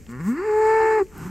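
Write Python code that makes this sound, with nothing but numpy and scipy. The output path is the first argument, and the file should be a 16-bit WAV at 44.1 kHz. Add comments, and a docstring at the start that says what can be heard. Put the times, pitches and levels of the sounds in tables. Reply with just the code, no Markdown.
"""A low pulsing growl climbs two octaves to a held, trumpeting note: one bellow of a bull in a pasture.
Vocal folds pulse through throat and mouth, air rasps with each pulse, the nostrils snort on the rise.
A second, slower flutter roughens the note; it breaks off and a hoarse grunt follows.
Field and wood edge return a faint echo. Light wind rumbles at the microphone."""
import sys
import numpy as np
from scipy import signal
from scipy.fft import rfft, irfft
from scipy.io import wavfile
from scipy.ndimage import uniform_filter1d

SR = 44100
rng = np.random.default_rng(int(sys.argv[2]) if len(sys.argv) > 2 else 0)


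def transcribe(signal):
    """Save signal, clipped to [-1, 1], as a 16-bit WAV file at the path in sys.argv[1]."""
    frames = np.atleast_2d(signal).T
    limited = np.clip(frames, -1, 1)
    pcm = np.round(limited * 32767).astype(np.int16)
    wavfile.write(sys.argv[1], SR, pcm)


N = 57330
T = np.arange(N) / SR
BIN_HZ = np.fft.rfftfreq(N, 1 / SR)

# bellow fundamental (time [s], pitch [Hz], level [dB])
FUNDAMENTAL = [(.072, 108, -56), (.11, 118, -43), (.187, 130, -37), (.205, 161, -31), (.24, 173, -29),
               (.262, 191, -24), (.29, 224, -18.5), (.32, 248, -22), (.342, 270, -26), (.366, 314, -32),
               (.385, 347, -27), (.41, 370, -26), (.43, 404, -27), (.458, 441, -24.5), (.495, 423, -20.5),
               (.57, 431, -18), (.76, 443, -18.7), (.9, 440, -19.8), (.978, 431, -19.5), (.993, 418, -22.5),
               (1.005, 400, -17.5), (1.023, 381, -15.5), (1.041, 370, -39)]
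# vocal force (time [s], drive of overtones and rasp [dB], hiss level [dB])
FORCE = [(.081, -64, -82), (.087, -48, -56.5), (.115, -46, -53), (.132, -41.5, -67), (.18, -44.5, -80),
         (.208, -39.5, -56), (.225, -46, -66), (.275, -38.5, -60.5), (.35, -39.5, -62), (.38, -33, -58),
         (.42, -37, -59), (.48, -38.5, -54.5), (.56, -38.5, -51.5), (.68, -29, -47), (.8, -26.5, -49.5),
         (.9, -27.5, -48.5), (.99, -31.5, -51), (1.018, -37.5, -58), (1.04, -64, -56)]
# mouth opening (time [s], resonance boost [dB])
MOUTH_OPENING = [(.1, -10), (.28, -1.5), (.37, -14), (.43, 2), (.5, 9.5), (.56, 16.5), (.68, 11.5),
                 (.8, 10), (.96, 8.5), (1.02, 13.5)]
# roughness (time [s], rasp drive offset [dB], rms jitter [fraction of pitch], flutter depth [0-1])
ROUGHNESS = [(.1, -15, .003, 0), (.18, -17, .004, 0), (.21, -7, .016, 0), (.26, -10, .006, .02),
             (.4, -8, .008, .04), (.48, -2, .009, .07), (.56, -3, .005, .08), (.68, -8, .004, .07),
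             (.785, -8, .004, .07), (.812, -9, .004, .34), (.86, -9, .004, .26), (.92, -7, .005, .12),
             (.965, -7, .004, .06), (.995, -2, .018, .15), (1.03, -4, .01, .08)]
# throat response (frequency [Hz], gain [dB])
THROAT_RESPONSE = [(120, 26), (240, 20), (360, 10.5), (450, 14), (520, 1.5), (660, -7.5), (790, 2),
                   (880, 6), (960, -0.5), (1055, 14), (1240, 4), (1340, 0), (1430, 11.5), (1550, -5),
                   (1770, 7), (1950, -1), (2200, -0.5), (2450, -21), (2700, -11), (3300, -36),
                   (3650, -38.5), (4000, -25.5), (5000, -22), (8000, -55.5)]
# voice lean (frequency [Hz], left over right [dB])
VOICE_BALANCE = [(200, 0.64), (440, 0.5), (870, 2.5), (1300, 3.1), (1800, -3), (3000, 5), (6000, -4)]
# grunt (time [s], pitch [Hz], voice level [dB], air drive [dB])
GRUNT = [(1.08, 138.5, -68.5, -68.5), (1.14, 144.7, -60, -48), (1.175, 150, -44, -43),
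         (1.22, 163.5, -35, -40.5), (1.265, 175.3, -32.5, -40), (1.3, 183.8, -33.5, -46)]
# snorts (peak time [s], 1/e half-width [s], level [dB])
SNORTS = [(0.112, 0.017, -56.5), (0.284, 0.048, -47.5)]
# mouth clicks (time [s], level [dB], centre [Hz])
CLICKS = [(0.066, -46.5, 2400), (0.0682, -48, 730), (0.586, -45.5, 11000), (1.068, -50, 2200),
          (1.179, -40.5, 11000)]
# throat whistle (time [s], level [dB])
WHISTLE = [(.33, -76), (.41, -60), (.47, -73), (.62, -80)]
# field and wood echoes (delay [s], gain before dulling [dB])
REFLECTIONS = [(.032, -24), (.15, -32.5)]
# breath and wind noise spectra (frequency [Hz], relative density [dB])
RASP_SPECTRUM = [(100, -16), (290, -23.5), (380, 14.5), (470, -10), (540, -10.5), (660, -47.5), (790, -2),
                 (900, 2), (1020, 1), (1220, 3), (1530, -1), (1800, 3.5), (2050, -6.5), (2350, -6),
                 (2750, -12), (3200, -45), (4000, -35.5), (16000, -82.5)]
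HISS_SPECTRUM = [(1500, -4.5), (3600, -13.5), (4600, -4.5), (5900, -11), (7400, 3.5), (8500, -5.5),
                 (9700, -21), (11500, -11.5), (15500, -20.5)]
GRUNT_AIR_SPECTRUM = [(70, -4), (200, 5), (390, 1.5), (560, -19), (700, -10.5), (830, -4.5), (1050, -5.5),
                      (1400, -3), (2000, -14), (2600, -16.5), (3600, -28.5), (5000, -24), (8000, -19.5),
                      (10000, -32), (12000, -20.5), (16000, -45.5)]
SNORT_SPECTRUM = [(2500, -10.5), (4500, -11), (7000, 0.5), (8500, 1.5), (10000, -9.5), (12000, -1),
                  (15500, -9)]
WIND_SPECTRUM = [(15, -15.5), (30, -12), (55, -3.5), (80, -4), (120, -10), (250, -16), (420, -20.5),
                 (600, -30), (1100, -39), (2200, -32), (3800, -45.5), (7500, -33.5), (10000, -45.5),
                 (12000, -38.5), (16000, -53.5)]
# left-right likeness of the noise (frequency [Hz], coherence [0-1])
BREATH_COHERENCE = [(300, 0.94), (1200, 0.91), (4500, 1), (7500, 1), (11000, 0.7)]
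WIND_COHERENCE = [(40, .6), (100, .6), (300, .9), (4000, .9), (12000, .85)]
# noise phase between microphone ports (frequency [Hz], left minus right [rad])
PORT_PHASE = [(8500, 0), (9700, -2.7), (12000, -6.3), (16000, -13)]


def amp(db):
    return 10 ** (np.asarray(db) / 20)


def unit_rms(x):
    return x / np.sqrt(np.mean(x ** 2) + 1e-20)


def at_hz(table, hz):
    """Table value, interpolated over log frequency."""
    knots_hz, values = np.transpose(table)
    return np.interp(np.log(hz + 1), np.log(knots_hz), values)


def curves(table):
    """Each value column at every sample."""
    times_s, *columns = np.transpose(table)
    return [np.interp(T, times_s, column) for column in columns]


def gate(table):
    """1 over the table's span, 13 ms fades outside."""
    inside_s = np.minimum(T - table[0][0], table[-1][0] - T)
    return np.clip(inside_s / 0.013 + 1, 0, 1)


def colour(x, response):
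    """Minimum-phase filter: rings only after each pulse."""
    log_gain = np.log(amp(at_hz(response, abs(np.fft.fftfreq(8192, 1 / SR)))))
    ring = np.fft.ifft(np.exp(np.conj(signal.hilbert(log_gain)))).real[:2048]
    return irfft(rfft(x) * rfft(ring, N), N)


def wander(cutoff_hz):
    """Smooth random drift, rms 1."""
    lowpass = (BIN_HZ > 0) / (1 + (BIN_HZ / cutoff_hz) ** 4)
    return unit_rms(irfft(rfft(rng.standard_normal(N)) * lowpass, N))


def noise(spectrum, coherence=BREATH_COHERENCE, envelope=1):
    """Stereo noise, enveloped then coloured, rms 1."""
    mid, side = rfft(rng.standard_normal((2, N)) * envelope)
    likeness = np.clip(at_hz(coherence, BIN_HZ), -1, 1)
    mid *= np.sqrt(1 + likeness)
    side *= np.sqrt(1 - likeness)
    left = (mid + side) * np.exp(1j * at_hz(PORT_PHASE, BIN_HZ))
    return unit_rms(colour(irfft([left, mid - side], N), spectrum))


def bellow():
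    """Folds pulse through throat and mouth; a slower flutter shakes their phase and level."""
    flutter_hz, flutter_swing_rad, flutter_offset_rad = 78, .65, 2.9
    pitch_hz, fundamental_db = curves(FUNDAMENTAL)
    pitch_hz = uniform_filter1d(pitch_hz, size=400)
    drive_db, hiss_db = curves(FORCE)
    rasp_offset_db, jitter, flutter_depth = curves(ROUGHNESS)
    flutter_phase = 2 * np.pi * np.cumsum(flutter_hz * (1 + .015 * wander(16))) / SR
    phase = 2 * np.pi * np.cumsum(pitch_hz * (1 + jitter * wander(120))) / SR
    phase += flutter_swing_rad * flutter_depth * np.sin(flutter_phase + flutter_offset_rad)
    shimmer = .02 * wander(67)
    swell = 1 + flutter_depth * np.cos(flutter_phase) + shimmer
    overtones = fold_overtones(pitch_hz, phase) * amp(drive_db - 2.5)
    source_db = fundamental_db - at_hz(THROAT_RESPONSE, pitch_hz)  # offsets the throat's gain
    fundamental = np.sqrt(2) * uniform_filter1d(amp(source_db), size=330) * np.cos(phase)
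    voice = -colour(swell * (fundamental + overtones) * gate(FUNDAMENTAL), THROAT_RESPONSE)
    left = colour(voice, [(hz, db / 2) for hz, db in VOICE_BALANCE])
    right = colour(voice, [(hz, -db / 2) for hz, db in VOICE_BALANCE])
    return np.array([left, right]) + breath(pitch_hz, phase, drive_db + rasp_offset_db + 3, hiss_db)


def fold_overtones(pitch_hz, phase):
    """Harmonics 2-39 sweep through chest and mouth resonances; higher ones flicker more."""
    chest_hz, chest_halfwidth_hz, chest_peak_db = 222, 22.6, 9
    mouth_hz, mouth_halfwidth_hz = 859, 217
    opening_db, = curves(MOUTH_OPENING)
    overtones, upper_power = np.zeros(N), np.zeros(N)
    for k in range(2, 40):
        hz = k * pitch_hz
        above_mouth = (hz - mouth_hz) / mouth_halfwidth_hz
        mouth_db = opening_db * np.exp(-above_mouth ** 2)
        chest_db = chest_peak_db * np.exp(-((hz - chest_hz) / chest_halfwidth_hz) ** 2)
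        flicker = 1 + np.minimum(.0368 * (hz / mouth_hz) ** 2, .5) * wander(35.5)
        overtones += amp(chest_db + mouth_db) * flicker * np.cos(k * phase)
        # power the throat passes above the mouth resonance
        upper_power += amp(at_hz(THROAT_RESPONSE, hz)) ** 2 / 2 * np.clip(above_mouth / 2, 0, 1)
    return overtones / np.sqrt(uniform_filter1d(upper_power, size=1500))


def breath(pitch_hz, phase, rasp_db, hiss_db):
    """Each fold pulse releases a puff of rasping, hissing air."""
    puff_decay_s, puff_floor, flicker_db = .0036, .23, 1.15
    since_pulse_s = (phase / (2 * np.pi)) % 1 / pitch_hz
    puffs = puff_floor + np.exp(-since_pulse_s / puff_decay_s)
    puffs /= np.sqrt(uniform_filter1d(puffs ** 2, size=1200))
    rasp = noise(RASP_SPECTRUM, envelope=puffs) * amp(rasp_db)
    hiss = noise(HISS_SPECTRUM, envelope=puffs) * amp(hiss_db + flicker_db * wander(45))
    return (rasp + hiss) * gate(FORCE)


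def grunt():
    """Slack folds beat unevenly in a rush of air."""
    jitter, shimmer, subharmonic_depth = .05, .25, .38
    pitch_hz, voice_db, air_db = curves(GRUNT)
    phase = 2 * np.pi * np.cumsum(pitch_hz * (1 + jitter * wander(60))) / SR
    folds = unit_rms(np.cos(phase) + amp(-12) * np.cos(2 * phase))
    swell = 1 + subharmonic_depth * np.cos(phase / 2) + shimmer * wander(90)
    air = noise(GRUNT_AIR_SPECTRUM, envelope=np.exp(.16 * np.cos(phase))) * amp(air_db + 2.5)
    return (folds * swell * amp(voice_db) + air) * gate(GRUNT)


def snorts():
    """Air spurts from the nostrils."""
    level = sum(amp(db) * np.exp(-((T - peak_s) / halfwidth_s) ** 2) for peak_s, halfwidth_s, db in SNORTS)
    return noise(SNORT_SPECTRUM) * level


def mouth_clicks(decay_s=.0016, sigma_octaves=.45):
    """Wet ticks as the mouth opens and shuts."""
    ticks = np.zeros(N)
    for start_s, db, centre_hz in CLICKS:
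        band = np.exp(-(np.log2((BIN_HZ + 1) / centre_hz) / sigma_octaves) ** 2 / 2)
        burst = unit_rms(irfft(rfft(rng.standard_normal(N)) * band, N))
        ticks += amp(db) * burst * (T >= start_s) * np.exp(-abs(T - start_s) / decay_s)
    return ticks


def throat_whistle(centre_hz=4570, halfwidth_hz=110):
    """Air sings faintly in a narrow gap."""
    phase = 2 * np.pi * centre_hz * T
    tone = wander(halfwidth_hz) * np.cos(phase) + wander(halfwidth_hz) * np.sin(phase)
    level_db, = curves(WHISTLE)
    return tone * amp(level_db) * gate(WHISTLE)


def echo(source, t60_s=.58, tail_start_s=.012):
    """Dull returns from field and trees, with a thin tail."""
    tail = rng.standard_normal(N) * amp(-60 * T / t60_s) * (T > tail_start_s)
    response = unit_rms(tail) * amp(-47) / np.sqrt(N)
    for delay_s, db in REFLECTIONS:
        response[round(delay_s * SR)] += amp(db)
    dulled = colour(response, [(219, -6), (438, 0), (876, -10), (4000, -20)])
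    return signal.fftconvolve(source, dulled[None], axes=1)[:, :N]


def wind(level_db=-46, gust_db=.8, gust_hz=6):
    """Lumpy rumble under a thin hiss of open air."""
    return noise(WIND_SPECTRUM, WIND_COHERENCE) * amp(level_db + gust_db * wander(gust_hz))


def scene():
    """Bull, echo, wind."""
    bull = bellow() + snorts() + throat_whistle() + grunt() + mouth_clicks()
    return bull + echo(bull) + wind()


def record(dry):
    """Band limit: low-pass at 15.9 kHz."""
    lowpass = signal.firwin(511, 15900, window=("kaiser", 9), fs=SR)
    return signal.oaconvolve(dry, lowpass[None], "same")


dry = scene()
out = record(dry)
transcribe(out)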